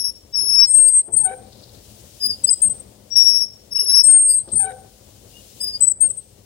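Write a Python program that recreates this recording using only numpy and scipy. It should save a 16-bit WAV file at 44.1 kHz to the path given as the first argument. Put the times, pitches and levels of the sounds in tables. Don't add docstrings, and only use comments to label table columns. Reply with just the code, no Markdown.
import sys
import numpy as np
from scipy import signal
from scipy.fft import rfft, irfft
from scipy.io import wavfile
from scipy.ndimage import uniform_filter1d

SR = 44100
rng = np.random.default_rng(int(sys.argv[2]) if len(sys.argv) > 2 else 0)


def output_pcm(signal):
    pcm = np.clip(np.atleast_2d(signal).T, -1, 1) * 32767
    wavfile.write(sys.argv[1], SR, np.round(pcm).astype(np.int16))


N = 284445

# (time [s], motor rumble level [dB], background hiss level [dB])
BACKGROUND = [(0, -51.5, -59.5), (.79, -50.5, -53), (.95, -54.5, -64.5), (1.3, -47.5, -59.5),
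              (1.85, -49.5, -50.5), (2.3, -50, -49), (2.65, -47.5, -52.5), (3.36, -52, -59),
              (4.1, -50, -53.5), (4.38, -50.5, -60), (5.6, -50, -48.5), (5.815, -48, -54),
              (5.89, -57, -71.5), (6.04, -49.5, -67), (6.09, -53, -57.5), (6.2, -56.5, -59),
              (6.45, -50.5, -56)]
# (frequency [Hz], relative level [dB])
RUMBLE_COLOUR = [(25, -25.5), (50, 0.5), (79, -3), (108, 1), (156, -13.5), (204, -5), (243, -13.5),
                 (401, -14), (535, -12.5), (601, -15.5), (757, -20.5), (1130, -27.5), (2500, -32),
                 (3250, -72)]
# (frequency [Hz], relative level [dB])
HISS_COLOUR = [(880, -50), (1500, -15), (2330, -9.5), (2860, -2.5), (5580, -1), (9940, -1), (11900, -7.5),
               (15600, -1.5)]
# (frequency [Hz], likeness [0 to 1])
LIKENESS = [(60, 1), (300, 0.93), (600, 0.3), (1650, 0.084), (15000, 0.0093)]
# (frequency [Hz], left over right [dB])
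NOISE_LEAN = [(60, 2.5), (250, 11.5), (550, 14.5), (1650, 6.5), (4970, 10), (15000, 4.5)]

# (start [s], rise [s], hold [s], fall [s], pitch [Hz], glide [Hz],
#                       level [dB], octave level [dB], left over right [dB])
LOW_CHIRPS = [(0, 0.00073, 0.008, 0.22, 5490, -21, -22, -24.5, 34.5),
              (.034, 0.0084, 0.024, 0.04, 5464, -34.5, -23, -29.5, 16),
              (.87, 0.015, .004, 0.0075, 4880, 22.5, -32.5, -78, 16.5),
              (2.468, 0.026, 0.0024, 0.0036, 4960, -25.5, -21.5, -27.5, 10),
              (2.486, 0.0039, 0.0018, 0.0077, 5005, 61.5, -14, -37.5, 17),
              (3.103, 0.023, 0.012, 0.015, 5600, 38.5, -26.5, -76, 40),
              (3.708, 0.019, 0.0068, 0.0099, 5435, 9.5, -29.5, -39, 14),
              (3.743, 0.017, 0.0033, 0.02, 5380, -8, -17.5, -31, 16.5),
              (3.783, 0.011, 0.017, 0.049, 5430, -21, -19.5, -27.5, 12.5),
              (4.27, 0.036, 0.0087, 0.035, 4880, -13, -33.5, -72.5, 14.5)]
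# (time [s], pitch [Hz], level [dB], octave level [dB], left over right [dB])
LOW_HELD = [
    [(0.325, 5420, -55, -81, 19), (0.349, 5464, -24.5, -58, 26.5), (0.377, 5380, -21.5, -31.5, 24),
     (0.457, 5370, -26, -23.5, 10), (0.555, 5383, -16.5, -31, 23), (0.627, 5416, -10, -37, 34.5),
     (0.649, 5404, -14, -40, 33.5), (0.666, 5400, -37, -51, 34)],
    [(2.197, 5010, -59.5, -69, 3), (2.215, 5040, -31.5, -39.5, 8.5), (2.241, 4970, -22, -30, 10),
     (2.267, 4966, -21, -21.5, 12.5), (2.281, 5010, -37, -41, 1), (2.292, 5045, -32, -39, 11),
     (2.308, 5033, -22, -39.5, 7), (2.318, 4750, -31, -41, 4), (2.343, 4790, -36, -73, -2),
     (2.356, 4815, -55.5, -80, 3)],
    [(3.153, 5680, -30, -75, 44), (3.161, 5560, -12, -47.5, 36), (3.169, 5507, -11.5, -21.5, 39),
     (3.215, 5575, -10.5, -39, 46.5), (3.247, 5514, -16, -24, 26), (3.265, 5578, -11, -35, 32.5),
     (3.301, 5524, -13, -26.5, 33), (3.327, 5473, -19, -39.5, 30), (3.363, 5490, -16, -28, 34),
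     (3.403, 5600, -24.5, -44, 33), (3.419, 5442, -16, -30, 30), (3.46, 5500, -38.5, -56, 17.5)],
    [(3.855, 5430, -51, -27, 1), (3.901, 5400, -19.5, -19.5, 10.5), (3.915, 5410, -21.5, -22.5, 14.5),
     (3.985, 5426, -10.5, -19, 19.5), (4.009, 5428, -9.5, -25.5, 27), (4.017, 5482, -13, -32, 17),
     (4.027, 5340, -40.5, -56.5, 16.5)],
    [(5.599, 4900, -73, -73, 12.5), (5.613, 5030, -25.5, -33, 10.5), (5.626, 5063, -39, -38.5, 2),
     (5.644, 4990, -25.5, -25.5, 8), (5.658, 5063, -34.5, -45, 1.5), (5.676, 4974, -25, -31, 13),
     (5.724, 5020, -42.5, -75, 0), (5.734, 4720, -39, -51.5, 0.5), (5.757, 4790, -27.5, -46, 6.5),
     (5.78, 4940, -47, -70.5, 11.5)],
]
# (start [s], rise [s], hold [s], fall [s], pitch [Hz], glide [Hz],
#                       level [dB], left over right [dB])
HIGH_CHIRPS = [(1.131, 0.0098, 0.0018, 0.015, 8160, 121.5, -14, 20.5),
               (1.162, 0.0085, 0.027, 0.011, 8680, -250, -12, 20),
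               (1.198, 0.0024, 0.014, 0.017, 8440, -200, -16, 19),
               (1.233, 0.015, 0.002, 0.03, 8630, -120, -14, 22),
               (2.438, 0.0076, 0.0026, 0.012, 7965, -250, -12, 19),
               (2.5, 0.017, 0.0029, 0.012, 8190, -150, -9.5, 17.5),
               (2.527, 0.0031, 0.003, 0.0086, 7880, -100, -13.5, 12.5),
               (2.617, 0.0057, 0.022, 0.042, 8570, -91, -12, 11.5),
               (2.695, 0.0067, 0.012, 0.018, 8193, 25, -20, 19),
               (2.796, 0.0064, 0.0025, 0.0087, 8350, 48.5, -34, 22),
               (4.396, 0.0039, 0.0088, 0.014, 8240, -150, -22.5, 6),
               (4.527, 0.0081, 0.0018, 0.015, 8200, 204.5, -16, 7.5),
               (4.552, 0.013, 0.071, 0.0064, 8725, -41, -16, 18.5),
               (4.586, 0.0089, 0.0087, 0.057, 8645, -40, -15.5, 24.5),
               (5.6, 0.015, 0.011, 0.024, 8275, 73.5, -30, 12),
               (5.806, 0.0081, 0.00084, 0.0024, 8070, -64, -11, 13.5),
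               (5.818, 0.0025, 0.0084, 0.0031, 8096, -62, -11.5, 14),
               (5.832, 0.0016, 0.0035, 0.022, 7936, -54, -9, 30.5),
               (5.866, 0.018, 0.0016, 0.0069, 7980, 50, -6.5, 20),
               (5.896, 0.0024, 0.012, 0.0037, 8235, -49, -18, 17.5),
               (5.911, 0.0028, 0.0023, 0.0096, 7826, -150, -12.5, 14),
               (6.004, 0.0084, 0.024, 0.045, 8560, -150, -12, 20),
               (6.098, 0.0049, 0.0067, 0.01, 8044, 21.5, -21, 26),
               (6.168, 0.008, 0.004, 0.025, 8240, -22, -28.5, 23)]
# (time [s], pitch [Hz], level [dB], left over right [dB])
HIGH_HELD = [
    [(.662, 8420, -59, 12.5), (.685, 8440, -19.5, 12), (.715, 8470, -12.5, 10.5), (.736, 8380, -18, 16.5),
     (.747, 8430, -4.5, 17.5), (.767, 8560, -9.5, 39.5), (.8, 8520, -6.5, 20), (.834, 8470, -9, 12),
     (.886, 8500, -8.5, 25), (.909, 8260, -19.5, 7), (.945, 8335, -11.5, 9), (.992, 8330, -9.5, -0.5),
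     (1.009, 8350, -17.5, 6), (1.021, 7770, -40, -5.5)],
    [(4.03, 8480, -39, 29), (4.041, 8480, -11.5, 27.5), (4.055, 8470, -7.5, 26.5), (4.062, 8550, -12, 20.5),
     (4.068, 8560, -7.5, 14), (4.111, 8560, -6.5, 12.5), (4.242, 8530, -12.5, -2.5), (4.31, 8490, -12, 11),
     (4.331, 8480, -19.5, 1), (4.344, 8410, -13.5, 6.5), (4.38, 8590, -16.5, 13), (4.393, 8190, -15.5, 14)],
]
LOW_START_DB, LOW_END_DB = -22, -10.5
HIGH_START_DB, HIGH_END_DB = -14, -12.5

SHED_ONSET_S = 0.0075
TREBLE_T60_S, TREBLE_SHED_DB, TREBLE_DULL_HZ = 0.43, -23, 6430
BASS_T60_S, BASS_SHED_DB, BASS_DULL_HZ = 0.53, -20.5, 870

# (time [s], blow level [dB], thump level [dB], pitch favoured by the struck spot [Hz])
KNOCKS = [(0.433, -38, -63.5, 434), (1.081, -34, -54.5, 402), (1.134, -32, -33, 350),
          (2.256, -40.5, -40, 255.7), (2.295, -42, -44.5, 255), (2.432, -40.5, -43, 533),
          (2.645, -38.5, -35, 547), (2.688, -40.5, -44, 618), (3.817, -36, -59, 430),
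          (4.475, -34, -58, 380), (4.528, -33, -30.5, 381), (5.818, -41, -40.5, 404),
          (6.045, -40, -42, 516), (6.094, -43.5, -50, 448)]
# (frequency [Hz], time to die by 60 dB [s])
COWL_MODES = [(255, .14), (352, .15), (422, .1), (535, .16), (800, .1), (1180, .06)]
SPOT_DB_PER_OCTAVE = 15
THUMP_BAND_HZ, THUMP_T60_S = (75.4, 170), 0.18

# (start [s], end [s], pitch [Hz], size of pitch arch [Hz], level [dB])
SHORT_TONES = [(.995, 1.028, 4150, -60, -52), (1.12, 1.165, 8480, 100, -26), (1.178, 1.21, 4430, -60, -48),
               (1.25, 1.305, 405, -30, -44), (1.305, 1.37, 505, 20, -36), (2.31, 2.365, 5000, -40, -37),
               (2.308, 2.36, 4530, -40, -46), (2.525, 2.56, 8220, -50, -21), (3.752, 3.89, 2850, 120, -50),
               (3.76, 3.86, 8300, 150, -56), (4.378, 4.43, 4120, -60, -53), (4.515, 4.555, 8480, 150, -28),
               (4.565, 4.605, 4500, -150, -51), (4.638, 4.7, 425, 20, -42), (4.7, 4.765, 510, 20, -39),
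               (5.33, 5.47, 2850, 110, -52), (5.72, 5.795, 5010, 0, -39), (5.725, 5.775, 4540, 30, -45)]
# (start [s], end [s], middle of the band [Hz], level [dB])
NOISE_BURSTS = [(1.4, 1.9, 4200, -56.5), (2.42, 2.58, 4500, -49.5), (4.46, 4.68, 4200, -55),
                (1.03, 1.2, 670, -52), (1.12, 1.17, 2330, -59), (1.3, 1.35, 1660, -53),
                (4.695, 4.735, 1600, -49.5), (4.43, 4.6, 700, -54.5), (4.5, 4.8, 111, -49),
                (3.158, 3.178, 1880, -55.5), (3.158, 3.176, 3800, -49.5), (2.505, 2.522, 1210, -59.5)]

# (start [s], rise [s], hold [s], fall [s], pitch [Hz], glide [Hz],
#                            level [dB], octave level [dB])
GROANS = [(1.197, 0.017, 0.027, 0.012, 869, -45.5, -46, -66),
          (1.247, 0.019, 0.0069, 0.07, 755, 31.5, -29.5, -42),
          (4.59, 0.015, 0.02, 0.0032, 792, -30.5, -40, -45),
          (4.627, 0.0035, 0.054, 0.04, 759.7, -35, -32, -43)]
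GROAN_UPPER_DB = (-11.5, -22.5, -19)
GROAN_START_DB, GROAN_END_DB = -12.5, (-9, -6.5)

CUTOFF_HZ = 15850


def from_db(db):
    return 10 ** (np.asarray(db) / 20)


def rms_one(x):
    return x / np.sqrt(np.mean(x ** 2) + 1e-20)


def in_time(rows):
    s, *columns = np.transpose(rows)
    return [np.interp(np.arange(N) / SR, s, column) for column in columns]


def at_hz(points, hz):
    known_hz, values = np.array(points).T
    return np.interp(np.log(hz), np.log(known_hz), values)


def drift(rate):
    r = np.exp(-2 * np.pi * rate / SR)
    noise = rng.standard_normal(N + SR)
    settled = signal.lfilter([1], [1, -2 * r, r * r], noise)[SR:]
    return rms_one(settled)


def gate(spans):
    on = np.zeros(N)
    for start, end in spans:
        on[max(round(start * SR), 0):round(end * SR)] = 1
    return uniform_filter1d(uniform_filter1d(on, size=100), size=100)


def coloured(spectrum):
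    hz = np.maximum(np.fft.rfftfreq(N, 1 / SR), 5)
    shape = from_db(at_hz(spectrum, hz))
    mid, side = rfft(rng.standard_normal((2, N)))
    alike = np.clip(at_hz(LIKENESS, hz), 0, 1)
    lean = from_db(at_hz(NOISE_LEAN, hz) / 2)
    mid, side = np.sqrt(1 + alike) * mid, np.sqrt(1 - alike) * side
    out = irfft(shape * np.array([(mid + side) * lean, (mid - side) / lean]), N)
    return out / np.sqrt(np.mean(out.mean(0) ** 2))


def motor_hum():
    level_db, _ = in_time(BACKGROUND)
    return from_db(level_db + 1.6 * drift(10)) * coloured(RUMBLE_COLOUR)


def background_hiss():
    _, level_db = in_time(BACKGROUND)
    return from_db(level_db + 0.7 * drift(15)) * coloured(HISS_COLOUR)


def chirps(rows, start_db, end_db, count):
    tables = []
    next_starts = [row[0] for row in rows[1:]] + [N / SR]
    for (start, rise, hold, fall, hz, glide_hz, *rest), next_start in zip(rows, next_starts):
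        steps = np.cumsum([0, abs(rise), abs(hold), abs(fall)])
        squeeze = min(1, (next_start - start - 1 / SR) / steps[-1])
        table = []
        for t, db in zip(steps, (start_db, 0, 0, end_db)):
            pitch_hz = hz + glide_hz * (t / steps[-1] - 0.5)
            levels_db = np.add(rest[:count], db)
            table.append((start + squeeze * t, pitch_hz, *levels_db, *rest[count:]))
        tables.append(table)
    return tables


def bursts(tables, wobble_hz, levels):
    rows = np.array(sorted(tuple(row) for table in tables for row in table), float)
    rows[:, 2:2 + levels] = np.sqrt(from_db(rows[:, 2:2 + levels]))
    hz, *rest = [uniform_filter1d(c, size=130) for c in in_time(rows)]
    rest[:levels] = 2 * 20 * np.log10(rest[:levels])
    phase = 2 * np.pi * np.cumsum(hz + wobble_hz * drift(60)) / SR
    on = gate([(table[0][0], table[-1][0]) for table in tables])
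    return phase, on, rest


def tone(phase, level_db, lean_db, lag):
    right = from_db(-lean_db)
    left = 2 * np.sqrt(2 / (1 + right ** 2 + 2 * right * np.cos(lag))) * from_db(level_db)
    return left * np.array([np.sin(phase), right * np.sin(phase - lag)])


def squeals():
    low_slips = list(LOW_HELD) + chirps(LOW_CHIRPS, LOW_START_DB, LOW_END_DB, count=2)
    high_slips = list(HIGH_HELD) + chirps(HIGH_CHIRPS, HIGH_START_DB, HIGH_END_DB, count=1)
    low, low_on, (low_db, octave_db, low_lean) = bursts(low_slips, wobble_hz=3.5, levels=2)
    high, high_on, (high_db, high_lean) = bursts(high_slips, wobble_hz=8, levels=1)
    grip_db = 1.11 * drift(40)

    lower = tone(low, low_db + grip_db, low_lean, lag=2.1)
    lower += tone(2 * low, octave_db + grip_db, 13, lag=1.5)
    lower += tone(3 * low, 1.3 * octave_db - 0.5, 8, lag=1.4)
    upper = tone(high, high_db + grip_db, high_lean, lag=1.0)
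    upper += tone(2 * high, high_db - 34, 8, lag=1.4)

    both = low_on * high_on * np.clip((high_db - low_db - 10.5) / 10, 0, 1)
    mixed = tone(low + high, low_db - 0.5, 8, lag=1.5)
    mixed += tone(2 * high - low, low_db - 11, 8, lag=1.4)
    mixed += tone(high - low, low_db + high_db - 11, 8, lag=1.4)
    return low_on * lower + high_on * upper + both * mixed


def shed(x, t60, db, dull_hz, order, alike):
    t = np.arange(SR) / SR
    tail = rng.standard_normal((2, SR)) * from_db(-60 * t / t60) * (t > SHED_ONSET_S)
    tail[1] = alike * tail[0] + np.sqrt(1 - min(alike, 1) ** 2) * tail[1]
    dull = signal.butter(order, dull_hz, fs=SR, output="sos")
    tail = signal.sosfilt(dull, tail)
    tail /= np.sqrt(np.sum(tail ** 2, axis=1, keepdims=True))
    ringing = signal.fftconvolve(x[None], tail, axes=1)[:, :N]
    return from_db(db) * ringing * from_db([[2.5], [-2.5]])


def knocks():
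    out, t = np.zeros(N + SR), np.arange(SR // 4) / SR
    dull = signal.butter(3, 1100, fs=SR, output="sos")
    body = signal.butter(2, THUMP_BAND_HZ, "band", fs=SR, output="sos")
    for start, blow_db, thump_db, spot_hz in KNOCKS:
        rings = np.zeros(len(t))
        for hz, t60 in COWL_MODES:
            struck_db = -SPOT_DB_PER_OCTAVE * abs(np.log2(hz / spot_hz))
            rings += from_db(struck_db - 60 * t / t60) * np.sin(2 * np.pi * hz * t)

        touches = rng.random(len(t)) < 300 / SR
        chatter = rng.standard_normal(len(t)) * touches * from_db(-60 * t / 0.1)
        chatter[0] = 1
        rings = signal.fftconvolve(rings, chatter)[:len(t)]

        rattle = rng.standard_normal(len(t)) * from_db(-60 * t / 0.065) * np.minimum(t / 0.0069, 1)
        rattle = signal.sosfilt(dull, rattle)
        thump = rms_one(signal.sosfilt(body, rng.standard_normal(len(t))))
        thump *= from_db(-60 * t / THUMP_T60_S)

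        blow = 0.96 * rings / abs(rings).max() + 0.36 * rattle / abs(rattle).max()
        at = round(start * SR)
        out[at:at + len(t)] += from_db(blow_db) * blow + from_db(thump_db) * thump
    return out[:N] * from_db([[3], [-5]])


def short_tones():
    waver, flutter_db = 0.5 * drift(30), 3 * drift(70)
    out = np.zeros((2, N))
    for start, end, hz, arch_hz, db in SHORT_TONES:
        at = slice(round(start * SR), round(end * SR))
        u = np.linspace(0, 1, at.stop - at.start)
        pitch_hz = hz + arch_hz * (np.sin(2 * u ** 0.64) - 0.8)
        phase = 2 * np.pi * np.cumsum(pitch_hz) / SR + waver[at]
        swell = np.sin(np.pi * u ** 0.52) ** 2
        out[:, at] += swell * tone(phase, db + flutter_db[at], 11, lag=1.1)
    return out


def noise_bursts():
    out, lumps = np.zeros((2, N)), from_db(3.3 * drift(60))
    for start, end, hz, db in NOISE_BURSTS:
        at = slice(round(start * SR), round(end * SR))
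        u = np.linspace(0, 1, at.stop - at.start)
        grains = rng.standard_normal((2, len(u))) * from_db(1.8 * rng.standard_normal(len(u)))
        grains[1] += at_hz(LIKENESS, hz) * (grains[0] - grains[1])
        band = signal.butter(2, [hz / 1.16, hz * 1.235], "band", fs=SR, output="sos")
        burst = rms_one(signal.sosfilt(band, grains))
        out[:, at] += from_db(db) * np.sin(np.pi * u ** 0.74) * lumps[at] * burst
    return out * from_db([[4.5], [-3.5]])


def groan():
    slips = chirps(GROANS, GROAN_START_DB, GROAN_END_DB, count=2)
    phase, on, (level_db, octave_db) = bursts(slips, wobble_hz=10, levels=2)
    phase = phase + 0.08 * drift(120)
    out = tone(phase, level_db + 2 * drift(74), 8.6, lag=0.71)
    out += tone(2 * phase, octave_db + 3.25 * drift(75), 21, lag=0.66)
    for multiple, db in enumerate(GROAN_UPPER_DB, start=3):
        out += tone(multiple * phase, octave_db + db + 5 * drift(130), 9.2, lag=1.8)
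    return on * out


def scene():
    brief = short_tones()
    high, low = squeals() + brief, groan() + knocks()
    echoes = shed(high[0], TREBLE_T60_S, TREBLE_SHED_DB, TREBLE_DULL_HZ, order=1, alike=0)
    echoes += shed((low + brief)[0], BASS_T60_S, BASS_SHED_DB, BASS_DULL_HZ, order=2, alike=0.58)
    return high + low + echoes + motor_hum() + background_hiss() + noise_bursts()


def record(dry):
    peak_db = 20 * np.log10(abs(dry).max(0) + 1e-9)
    over_db = np.maximum(peak_db + 2.73, 0)
    ramp = 12 * np.arange(N) / SR
    held_db = np.maximum.accumulate(over_db + ramp) - ramp
    out = dry * from_db(-0.6 * uniform_filter1d(held_db, size=200))
    out = signal.sosfilt(signal.butter(4, 40, "high", fs=SR, output="sos"), out)
    return signal.sosfilt(signal.ellip(10, 0.5, 70, CUTOFF_HZ, fs=SR, output="sos"), out)


dry = scene()
out = record(dry)
output_pcm(out)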